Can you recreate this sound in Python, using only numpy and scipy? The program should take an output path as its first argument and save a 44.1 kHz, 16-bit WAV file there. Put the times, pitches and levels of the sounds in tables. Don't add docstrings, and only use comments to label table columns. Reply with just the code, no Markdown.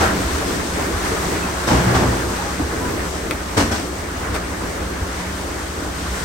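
import sys
import numpy as np
from scipy import signal
from scipy.fft import rfft, irfft
from scipy.io import wavfile
from scipy.ndimage import uniform_filter1d

SR = 44100
rng = np.random.default_rng(int(sys.argv[2]) if len(sys.argv) > 2 else 0)


def unload_wav(signal):
    wavfile.write(
        sys.argv[1],
        SR,
        np.round(np.clip(np.atleast_2d(signal).T, -1, 1) * 32767).astype(np.int16),
    )


N = 275184
T, F = np.arange(N) / SR, np.arange(N // 2 + 1) * SR / N


def undb(db):
    return np.exp(np.asarray(db) * (np.log(10) / 20))


def unit(x):
    return x / np.sqrt(np.mean(x ** 2))


def curves(table):
    times, *columns = np.transpose(table)
    return [np.interp(T, times, column) for column in columns]


def response(points):
    hz, db = np.transpose(points)
    return undb(np.interp(np.log(F + 1), np.log(hz), db))


def shape(x, gain):
    return irfft(rfft(x) * gain, N)


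def resonance(hz, width):
    return 1j * F * width / (hz ** 2 - F ** 2 + 1j * F * width)


def noise():
    return rng.standard_normal((2, N))


def walk(rate):
    hold = max(int(SR / rate), 2)
    held = np.repeat(rng.standard_normal(N // hold + 2), hold)
    smooth = uniform_filter1d(uniform_filter1d(held, hold), hold)
    return unit(smooth[hold // 2:hold // 2 + N])


def impacts(per_s, spread_db):
    size_db = spread_db * np.minimum(rng.exponential(size=(2, N)), 5)
    hits = rng.random((2, N)) < per_s / SR
    return unit(hits * np.sign(noise()) * undb(size_db))


def fade(age, t60):
    return np.exp(-np.log(1000) * age / t60)


def swell(s, length):
    return np.exp(-((T - s) / length) ** 2)


def eddies(x, colour, swirl_db, flicker_db, rate, count=5):
    spectrum, total = rfft(x) * response(colour), 0
    edges = np.log([colour[0][0], colour[-1][0]])
    place = np.interp(np.log(F + 1), edges, [0, count - 1])
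    for k in range(count):
        band = irfft(spectrum * np.maximum(1 - abs(place - k), 0), N)
        total = total + band * undb(flicker_db * walk(rate))
    return unit(total * undb(swirl_db * walk(rate / 2)))


def weather():
    # start_s, wind_level_db, rain_level_db
    storm = [(0.0, -22.5, -31.5), (0.5, -26, -32.5), (0.83, -26.5, -34), (1.23, -23.5, -31.5),
             (1.46, -25, -34.5), (1.72, -27.5, -33.5), (1.86, -22.5, -33.5), (1.94, -22, -33.5),
             (2.15, -25.5, -33.5), (2.59, -28.5, -36), (2.9, -26, -36), (3.37, -30, -37.5),
             (3.75, -27.5, -35), (3.89, -30.5, -39), (4.8, -28.5, -38), (5.32, -29.5, -37),
             (5.84, -30, -38), (6.24, -27.5, -34)]
    # centre_s, lift_db, half_length_s
    lifts = [(0.042, 8.5, 0.04), (0.80, 3.5, 0.07), (1.056, 2, 0.06), (1.97, 0.5, 0.043),
             (2.41, 3.5, 0.076), (2.86, -1, .06), (4.22, 2.4, 0.11), (4.357, 8, .025), (5.23, 1.5, .08)]
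    wind_db, rain_db = curves(storm)
    lift_db = sum(db * swell(s, length) for s, db, length in lifts)
    roar_db = wind_db - 1.5 + 0.25 * lift_db
    rush_db = wind_db - 3.46 + lift_db
    return roar_db, rush_db, rain_db + 0.84 + 0.34 * lift_db


def wind(roar_db, rush_db):
    # frequency_hz, level_db
    roar_colour = [(40, -9), (90, -4), (140, -4.5), (175, -8.5), (215, -4.5), (280, 1.5), (430, -2.5),
                   (600, -9), (1000, -19), (2500, -36.5)]
    # frequency_hz, level_db
    rush_colour = [(250, -18), (550, -1), (800, -0.5), (1100, 0.5), (1550, -1), (2000, -4), (2500, -10.5),
                   (3500, -22), (8000, -40)]
    roar = eddies(noise(), roar_colour, swirl_db=1.5, flicker_db=1.5, rate=24, count=6)
    rush = eddies(noise(), rush_colour, swirl_db=0.3, flicker_db=1.84, rate=28, count=9)
    return roar * undb(roar_db) + rush * undb(rush_db)


def porch(roar_db):
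    # frequency_hz, width_hz, relative_level_db
    air_modes = [(65.5, 16.4, 0), (184, 20, -3), (330, 99, -9.5)]
    # centre_s, level_db, half_length_s
    low_swells = [(0.04, -21.5, .04), (0.26, -23, .025), (0.355, -23, .025), (0.96, -23.5, .03),
                  (1.762, -17.5, .042), (1.975, -21, .028), (2.096, -19, .032), (2.27, -26, .03),
                  (2.64, -22, .033), (3.62, -23.5, .04), (4.338, -23.5, 0.061), (4.85, -22.5, 0.024),
                  (5.023, -23.5, .03), (6.106, -25, .04)]
    boom_db, boom_growth = -30.5, 0.27
    hollow_db, hollow_growth = -34, 1.0
    lowest, *higher = (undb(db) * resonance(hz, width) for hz, width, db in air_modes)
    boom = unit(shape(noise(), lowest * resonance(87, 110) / (1 + (F / 115) ** 8)))
    boom = boom / np.sqrt(uniform_filter1d(boom ** 2, int(.08 * SR), axis=1))
    hollow = unit(shape(noise(), sum(higher) * resonance(209, 224)))
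    surge_db = roar_db - np.mean(roar_db)
    steady = undb(boom_db + boom_growth * surge_db)
    swell_power = sum((undb(db) * swell(s, length)) ** 2 for s, db, length in low_swells)
    drive = np.sqrt(steady ** 2 + swell_power)
    return boom * drive + hollow * undb(hollow_db + hollow_growth * surge_db)


def rain(rain_db):
    # frequency_hz, level_db
    rain_colour = [(700, -3.5), (2000, -2), (3000, 1), (4400, 0.5), (6200, 1.5), (7600, 0), (9000, -3),
                   (10800, -4.5), (12200, -11.5), (15500, -17)]
    drops = noise() + undb(-10.5) * impacts(per_s=2500, spread_db=4.0)
    return eddies(drops, rain_colour, swirl_db=0.03, flicker_db=0.7, rate=18) * undb(rain_db)


def debris():
    # start_s, level_db, t60_s, hardness_db, ring_db
    heaves = [(0.0, -14, 0.2, -0.5, -23), (1.665, -16.5, 0.85, 3.5, -14), (1.70, -15.5, 0.86, -6, -1),
              (1.86, -25.5, 0.56, 1, 8), (1.938, -13.5, .3, -0.5, -20), (1.995, -17.5, 0.7, -11, -7),
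              (2.585, -27, .24, -17, -14)]
    # frequency_hz, relative_level_db, t60_s
    sheet_modes = [(97, -6, .3), (121.1, 0.5, 0.98), (181.6, 1, 0.47), (266, -17, 0.38), (357, -21, 0.24),
                   (440, -19, 0.2), (580, -27, 0.16), (823, -11, 0.37), (1044, -13, 0.25)]
    # start_s, level_db, t60_s, hardness_db, ring_db
    crashes = [(3.566, -14.5, 0.23, -0.5, 2.5), (3.595, -19, 0.26, -1.5, -3), (3.708, -23.5, 0.47, 0.5, 2)]
    # frequency_hz, relative_level_db, t60_s
    panel_modes = [(94, -4, 0.35), (230, -4, 0.36), (307.5, -2.5, 0.21), (434, -10.5, 0.16),
                   (547, -5, 0.06), (844, -20, 0.1), (1540, -22, .2)]
    direct = (clatter(heaves, sheet_modes, rise=0.015, treble_db=-4, bass_db=-1.5)
              + clatter(crashes, panel_modes, rise=0.012, treble_db=5.5, bass_db=2.5))
    return direct + undb(-11) * walls(direct, t60=0.57)


def clatter(blows, modes, rise, treble_db, bass_db):
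    # frequency_hz, level_db
    contact_colour = [(35, -20), (75, -5.5), (130, -4), (250, 4), (450, -1.5), (620, -3.5), (850, -1.5),
                      (1600, -8), (2600, -15), (4000, -18), (5600, -16.5), (8000, -21.5), (12500, -33.5),
                      (16000, -40)]
    bass_trade = 0.7
    treble = 1 / (1 + (2200 / (F + 1)) ** 2)
    bass = 1 / (1 + (F / 330) ** 2)
    power, energy, age = np.zeros((3, N)), np.zeros((len(modes), N)), T[:SR]
    attack, after = np.minimum(age / rise, 1), np.maximum(age - rise, 0)
    for s, db, t60, hard_db, ring_db in blows:
        start = max(int(s * SR), 0)
        span = slice(start, start + SR)
        colour_db = np.array([[bass_db - bass_trade * hard_db], [0], [treble_db + hard_db]])
        power[:, span] += (undb(db + colour_db) * attack * fade(after, t60)) ** 2
        for k, (_, mode_db, mode_t60) in enumerate(modes):
            energy[k, span] += (undb(db + ring_db + mode_db) * attack * fade(after, mode_t60)) ** 2
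    ring = 0
    for mode_energy, (hz, _, _) in zip(energy, modes):
        bent_time = np.cumsum(1 + 0.0346 * walk(40)) / SR
        ring = ring + np.sqrt(mode_energy) * np.sin(2 * np.pi * hz * bent_time)
    contacts = impacts(per_s=1400, spread_db=2.0) + undb(2.5) * noise()
    contacts = unit(shape(contacts, response(contact_colour)))
    bands = (bass, 1 - bass - treble, treble)
    rattle = sum(np.sqrt(p) * shape(contacts, band) for p, band in zip(power, bands))
    return rattle + ring * np.array([[1], [.5]])


def walls(x, t60):
    tail = noise()[:, :SR] * fade(T[:SR], t60)
    tail = tail / np.sqrt(np.sum(tail[0] ** 2))
    return signal.fftconvolve(x, tail, axes=1)[:, :N]


def grit():
    # start_s, level_db, scatter_s (near 0 = one lone strike)
    ticks = [(0.757, -17, 0.0077), (3.31, 4.5, 0.00033), (4.338, -9, 0.03)]
    # frequency_hz, relative_level_db, t60_s
    board_modes = [(1370, -7.5, 0.017), (2120, 0.5, 0.0073), (2550, -5, 0.0049), (3420, -5.5, 0.0046),
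                   (6200, -11, 0.0022), (8800, -15, 0.0049), (12660, -13, 0.0018)]
    strikes, age = np.zeros(N), T[:SR // 10]
    for s, db, scatter in ticks:
        count = 1 + int(400 * abs(scatter))
        times = s + scatter * rng.random(count)
        strikes[(times * SR).astype(int)] = undb(db)
    ring = 0
    for hz, db, t60 in board_modes:
        tone = np.sin(2 * np.pi * (hz * age + rng.random()))
        ring = ring + undb(db) * fade(age, t60) * tone
    snap = undb(-2.5) * fade(age, .005) * rng.standard_normal(len(age))
    crack = shape(signal.oaconvolve(strikes, ring + snap)[:N], 1 / (1 + (850 / (F + 1)) ** 4))
    echo = undb(-4) * shape(walls(crack[None], t60=.14), 1 / (1 + (F / 10000) ** 4))
    return undb(-14.5) * (crack * np.array([[1], [.4]]) + echo)


def whistle():
    # centre_s, pitch_hz, half_length_s, level_db
    whistles = [(0.036, 763, 0.028, -23), (1.132, 452, 0.021, -25), (1.438, 2570, 0.019, -31),
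                (1.495, 2600, .02, -47), (2.45, 814, 0.05, -30), (2.604, 301.4, 0.014, -19.5),
                (2.85, 986, 0.039, -31)]
    tones, waver = np.zeros(N), np.cumsum(0.0229 * walk(300)) / SR
    for s, hz, length, db in whistles:
        near = abs(T - s) < length * np.pi
        tone = np.sin(2 * np.pi * hz * (T[near] + waver[near]))
        tones[near] += undb(db) * swell(s, length)[near] * tone
    return tones * undb(3.1 * walk(90)) * np.array([[1.2], [.4]])


def scene():
    # frequency_hz, level_db
    width = [(60, -37), (110, -11.5), (200, -14), (380, -6), (700, -2.5), (1600, 0), (2200, -1.5),
             (3200, -0.5), (6000, -1.5)]
    roar_db, rush_db, rain_db = weather()
    mid, side = (wind(roar_db, rush_db) + porch(roar_db) + rain(rain_db)
                 + debris() + grit() + whistle())
    side = shape(side, response(width))
    return np.array([mid + side, mid - side])


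def record(dry):
    # frequency_hz, level_db
    balance = [(1300, -0.15), (2400, -1), (3300, 4.5), (4600, 5), (6600, 10), (8000, 1.5), (9000, 0.5)]
    shared_hz, port_lag, top_hz = 8000, 13, 15800
    left, right = rfft(dry)
    shared = 1 / (1 + (shared_hz / (F + 1)) ** 20)
    late = -right * np.exp(-2j * np.pi * F * port_lag / SR)
    left = np.sqrt(1 - shared) * left + np.sqrt(shared) * late
    tilt = response(balance)
    out = irfft(np.array([left * tilt, right]) * np.sqrt(2 / (1 + tilt ** 2)), N)
    out = out / (1 + (out / .85) ** 4) ** .25
    lowpass = signal.ellip(8, .2, 70, top_hz, fs=SR, output="sos")
    return signal.sosfilt(lowpass, out)


dry = scene()
out = record(dry)
unload_wav(out)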